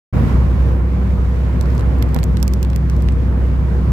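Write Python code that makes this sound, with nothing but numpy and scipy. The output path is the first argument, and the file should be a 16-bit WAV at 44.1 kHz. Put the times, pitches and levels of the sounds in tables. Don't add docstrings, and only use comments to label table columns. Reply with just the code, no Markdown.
import sys
import numpy as np
from scipy import signal
from scipy.fft import rfft, irfft, next_fast_len
from scipy.io import wavfile
from scipy.ndimage import uniform_filter1d, map_coordinates

SR = 44100
rng = np.random.default_rng(int(sys.argv[2]) if len(sys.argv) > 2 else 0)


def invert_db(x):
    u = np.asarray(x, float) / 20
    return 10 ** u


def master(y):
    cut = np.clip(np.atleast_2d(y).T, -1, 1)
    pcm = np.round(cut * 32767)
    wavfile.write(sys.argv[1], SR, pcm.astype(np.int16))


N = 172872

# time in seconds, turns per second in Hz.
CRANK_SPEED = [(0, 21.36), (2, 21.33), (3.92, 21.28)]
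# pitch as a multiple of the crank turns, level in dB.
ENGINE_TONES = [(0.5, -48.5), (1, -40), (1.5, -27), (2, -22), (2.5, -25), (3, 0), (3.5, -21.5), (4, -22),
                (4.5, -14), (5, -14.5), (5.5, -18.5), (6, -27), (6.5, -21), (7, -14.5), (7.5, -18.5),
                (8, -22.5), (8.5, -24.5), (9, -18.5), (9.5, -29.5), (10, -29.5), (10.5, -33), (11, -26.5),
                (11.5, -27), (12, -24.5), (12.5, -32.5), (13, -32), (13.5, -42), (14, -37.5), (14.5, -46),
                (15, -44.5), (15.5, -30), (16, -27)]
# pitch as a multiple of the crank turns, level in dB.
HIGH_ENGINE_TONES = [(17, -32.5), (17.5, -30.5), (22.5, -33.5), (24, -35.5), (25.5, -36), (28.5, -41.5)]
# time in seconds, level in dB.
ROAD_LEVEL = [(.12, -29.5), (.2, -27.5), (.35, -29.5), (.55, -32), (.8, -34.5), (1.3, -34), (1.9, -32),
              (2.3, -34.5), (2.8, -36), (3.3, -34.5), (3.92, -34)]
# frequency in Hz, level in dB per Hz.
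RUMBLE_COLOUR = [(25, -37.5), (45, 0.5), (60, 1.5), (85, -10.5), (110, -4), (165, -7), (215, -11),
                 (330, -33.5), (600, -64.5)]
# frequency in Hz, level in dB per Hz.
RUSH_COLOUR = [(150, -32.5), (250, -3), (300, -12.5), (500, -11.5), (700, -18.5), (1100, -20.5),
               (2300, -29), (3200, -39.5), (6000, -55.5)]
# frequency in Hz, level in dB per Hz.
HISS_COLOUR = [(1500, -20.5), (3000, 0.5), (4500, -1), (7500, -7.5), (10000, -15), (12500, -9.5),
               (15500, -27), (16500, -35)]
# frequency in Hz, width in Hz, boost in dB.
CAB_PANELS = [(476, 30, 4.5), (1030, 270, 2.5)]
# frequency in Hz, likeness from 0 to 1.
PORT_LIKENESS = [(60, 0.58), (150, 1), (380, 0.6), (950, 0.37), (2380, 0.02), (5980, 0.046), (15000, 0.066)]
# frequency in Hz, left minus right in dB.
PORT_LEAN = [(60, -0.5), (180, -1), (550, -1.5), (1650, -4), (4970, 0.5), (15000, 1)]
# start in seconds, level in dB, left minus right in dB, case resonance in Hz,
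# brightness in dB per octave.
CASE_TICKS = [(1.6035, -42.5, -14, 3000, -5.5), (1.611, -28, -17.5, 6850, 0), (1.6222, -34, -16, 4000, -7),
              (1.6273, -42, -18, 14000, 0), (1.6578, -43, -6, 4200, 0), (1.704, -44, -5, 3420, -3),
              (1.751, -43, -16, 7500, 2), (1.7785, -40.5, -4, 4000, -1), (1.7943, -38.5, -9, 3900, -2.5),
              (1.7998, -40, -14, 11400, -1), (1.809, -44.5, -6, 4050, -2.5),
              (1.9853, -44, -19, 14350, 3.5), (2.0251, -23, -18.5, 12200, -1.5),
              (2.0892, -43, -7, 7500, -1), (2.1454, -25.5, -11.5, 12200, 1),
              (2.1639, -33, -12.5, 12500, -2), (2.188, -29, -7, 4030, -1), (2.1988, -47, -3.5, 8000, 3),
              (2.231, -27, -10, 4150, -1), (2.2391, -26, -12.5, 6900, 2.5),
              (2.37, -29, -7, 4200, -3.5), (2.3714, -38.5, -11, 8200, -2), (2.4005, -40, -8, 8000, -3),
              (2.4277, -18.5, -21, 5400, 3), (2.4789, -24.5, -17, 7000, 2), (2.523, -47, -7, 7500, -2.5),
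              (2.536, -26, -14.5, 5500, 3.5), (2.629, -25.5, -17, 4200, 1.5),
              (2.6478, -39, -11, 3000, -2.5), (2.7013, -38.5, -11, 7500, -1),
              (2.7069, -52, -11.5, 7000, -3), (2.7322, -34, -15.5, 3500, -4),
              (2.7607, -27, -15.5, 8600, 1.5), (2.8268, -43.5, -9, 4000, -6.5),
              (2.898, -32.5, -10, 6000, -1.5), (2.9644, -43, -4, 14800, 0.5), (3.0067, -45.5, -7, 5000, -3),
              (3.0221, -38, -6.5, 8500, 2), (3.0858, -27, -12.5, 3800, -4.5),
              (3.122, -41.5, -17, 8300, -2.5)]
# frequency in Hz, level in dB.
CASE_COLOUR = [(880, -21), (1500, 1), (4900, -2), (5640, -1.5), (6490, -6.5), (8010, -2.5), (10500, -13),
               (13100, -3), (16500, -22)]
# start in seconds, peak level in dB, left minus right in dB,
# ring frequency in Hz, cycles it takes to die.
SEAM_SNAPS = [(1.6574, -33, 20, 5000, 2), (1.7039, -30, 20, 5000, 2), (1.78, -20, 14, 5500, 2),
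              (1.7953, -21.5, 12, 5500, 2), (1.8095, -23, 10, 4500, 2), (2.023, -17.5, 20, 4500, 3),
              (2.1461, -18.5, 20, 4000, 3), (2.1643, -16.5, -24, 2800, 1.5), (2.369, -22.5, 17, 5000, 2),
              (2.6492, -19, -27, 3200, 2), (2.701, -24, 12, 5500, 2), (2.8986, -18, 16.5, 5500, 2),
              (3.006, -31, 14, 5000, 2), (3.0227, -36, 14, 7000, 2), (3.0878, -17.5, -19, 2700, 5)]
# frequency in Hz, level in dB per Hz.
SHAKE_COLOUR = [(120, -30), (300, -4), (700, -1), (1400, -2), (2600, -16), (5000, -40.5)]

LEFT_RIGHT = np.array([[1], [-1]])


def unit(x):
    return x / np.sqrt(np.mean(x ** 2) + 1e-20)


def along(points, hz):
    f, v = np.transpose(points)
    return np.interp(np.log(hz + 1), np.log(f + 1), v)


def curve(rows):
    s, v = np.transpose(rows)
    return np.interp(np.arange(N) / SR, s, v)


def wobble(rate):
    return map_coordinates(rng.standard_normal(400), [np.arange(N) * rate / SR])


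def filtered(x, response):
    m = next_fast_len(x.shape[-1] + 8192)
    spectrum = rfft(x, m) * response(np.fft.rfftfreq(m, 1 / SR))
    return irfft(spectrum, m)[..., :x.shape[-1]]


def lean_gain(hz):
    return invert_db(along(PORT_LEAN, hz) / 2 * LEFT_RIGHT)


def crank():
    return 2 * np.pi * np.cumsum(curve(CRANK_SPEED)) / SR


def engine():
    firing_db, boom_sway_db, sway_db = -15, 0.5, 3
    drift_rad, spread_rad = 0.67, 0.39
    out = np.zeros((2, N))
    top_db = max(db for _, db in ENGINE_TONES)
    angle = crank()
    for order, db in ENGINE_TONES + HIGH_ENGINE_TONES:
        firing = db == top_db
        sway = (boom_sway_db if firing else sway_db) * wobble(5.025)
        drift = drift_rad * wobble(4.03) * (.2 if firing else 1 + order / 12)
        phase = order * angle + rng.uniform(0, 2 * np.pi) + drift
        hz = order * CRANK_SPEED[0][1]
        apart = rng.standard_normal() * spread_rad * hz / 100 * LEFT_RIGHT / 2
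        level = np.sqrt(2) * invert_db(firing_db + db - top_db + sway)
        out += level * lean_gain(hz) * np.sin(phase + apart)
    return out


def rush(spectrum, patchy_db, bumps=()):
    z = signal.stft(rng.standard_normal((2, N)), nperseg=512)[2]
    field = uniform_filter1d(rng.standard_normal(z.shape[1:]), size=6, axis=0)
    field = uniform_filter1d(field, size=10, axis=1)
    pair = signal.istft(z * invert_db(patchy_db * unit(field)), nperseg=512)[1][:, :N]

    def colour(hz):
        peaks = sum(db / (1 + (2 * (hz - c) / w) ** 2) for c, w, db in bumps)
        turn = np.arccos(np.clip(along(PORT_LIKENESS, hz), -1, 1)) / 2
        return invert_db(along(spectrum, hz) + peaks) * np.array([np.cos(turn), np.sin(turn)])

    mid, side = filtered(pair, colour)
    return unit(filtered(np.array([mid + side, mid - side]), lean_gain))


def road():
    rumble_db, rush_db, hiss_db = -25, 3, -20
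    rumble_grows, hiss_grows = 1, 0.86
    clatter = 0.062
    glass_top_hz = 15800
    level_db = curve(ROAD_LEVEL)
    mean_db = level_db[SR // 2:].mean()
    swell_db = level_db - mean_db + .5 * wobble(8.63)
    angle = crank()
    gate = 1 + clatter * np.cos(3 * angle) + clatter / 2 * np.cos(angle + 1.0)

    rumble_gain = invert_db(rumble_db + rumble_grows * swell_db + 2.0 * wobble(9.6))
    rumble = rumble_gain * rush(RUMBLE_COLOUR, patchy_db=1.64)
    body_gain = invert_db(mean_db + rush_db + swell_db) * gate
    body = body_gain * rush(RUSH_COLOUR, patchy_db=1.05, bumps=CAB_PANELS)
    hiss_gain = invert_db(mean_db + hiss_db + hiss_grows * swell_db + 1.3 * wobble(13)) * gate
    hiss = hiss_gain * rush(HISS_COLOUR, patchy_db=0.5)
    return filtered(rumble + body + hiss, lambda hz: hz < glass_top_hz)


def ticks():
    rise_s, hold_s, t60_s, tick_db = .0001, 0.00069, 0.0077, 1
    tail_db, tail_t60_s, far_lag_s = -24, .06, .0006
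    ring_db, ring_width = 6.5, 0.065
    out, t = np.zeros((2, N + SR)), np.arange(4096) / SR
    u = np.maximum(t - [[far_lag_s], [0]], 0)
    crackle = invert_db(-60 * np.maximum(u - hold_s, 0) / t60_s)
    tail = invert_db(tail_db - 60 * u / tail_t60_s)
    shape = (1 - np.exp(-u / rise_s)) * (crackle + tail)
    for s, db, pan_db, ring_hz, tilt_db in CASE_TICKS:

        def colour(hz):
            tilt = tilt_db * np.log2((hz + 1) / 7000)
            ring = ring_db / (1 + ((hz / ring_hz - 1) / ring_width) ** 2)
            return invert_db(along(CASE_COLOUR, hz) + tilt + ring)

        burst = shape * filtered(rng.standard_normal((2, len(t))), colour)
        size = np.sqrt(np.sum(burst ** 2, axis=1, keepdims=True) / (.003 * SR))
        gain = invert_db(db + tick_db + np.array([[pan_db], [0]]))
        out[:, round(s * SR):][:, :len(t)] += gain * burst / size
    return out[:, :N]


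def snaps():
    out, t = np.zeros((2, N)), np.arange(256) / SR
    for s, db, pan_db, ring_hz, cycles in SEAM_SNAPS:
        fade = invert_db(-30 * (t * ring_hz - .25) / cycles)
        ring = np.sin(2 * np.pi * ring_hz * t) * fade
        gain = invert_db(db + np.minimum([[pan_db], [-pan_db]], 0))
        out[:, round(s * SR):][:, :len(t)] += gain * ring
    return out


def thump():
    knock_s, knock_db, width_s, pan_db = 2.1631, -5.5, .0003, -22
    shake_db, lead_s, shake_t60_s = -30, .012, .1
    late = np.arange(N) / SR - knock_s
    after = np.maximum(late, 0)
    u = after / width_s
    push = (1 - np.exp(-2 * u)) * np.exp(-u / 3) * 1.6
    rebound = 1.05 * np.sin(np.minimum(u / 21, 1) * np.pi) ** 2
    swell = np.clip(1 + late / lead_s, 0, 1)
    shake = swell * invert_db(shake_db - 60 * after / shake_t60_s) * rush(SHAKE_COLOUR, patchy_db=2)
    return invert_db(knock_db + np.array([[pan_db], [0]])) * (push - rebound) + shake


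def scene():
    left_lead_s = .00013
    cab = filtered(engine() + road(), lambda hz: np.exp(1j * np.pi * hz * left_lead_s * LEFT_RIGHT))
    return cab + ticks() + snaps() + thump()


def top_cut(x):
    return signal.sosfilt(signal.butter(12, 16660, fs=SR, output="sos"), x)


def record(dry):
    start_s, fade_s, mic_low_hz, top_hz = .1255, .012, 40, 16660
    cut_end_s, cut_hz, cut_gain_db = .34, 84, 4.5
    settle_db, settle_s = 4.5, 0.1
    t = np.arange(N) / SR
    dry = filtered(dry, lambda hz: 1 / np.sqrt(1 + (mic_low_hz / (hz + 1)) ** 8))

    def bass_cut(hz):
        lift = invert_db(cut_gain_db / (1 + (hz / 250) ** 4))
        return lift / np.sqrt(1 + (cut_hz / (hz + 1)) ** 6)

    cut = filtered(dry, bass_cut)
    low = filtered(dry, lambda hz: 1 / (1 + (hz / 200) ** 4))
    extra_db = settle_db * np.exp(-np.maximum(t - cut_end_s, 0) / settle_s)
    settled = dry + low * (invert_db(extra_db) - 1)
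    free = np.clip((t - cut_end_s) / 0.0046, 0, 1)
    fade_in = np.clip((t - start_s) / fade_s, 0, 1)
    mix = (free * settled + (1 - free) * cut) * fade_in
    return top_cut(filtered(mix, lambda hz: hz < top_hz))


dry = scene()
out = record(dry)
master(out)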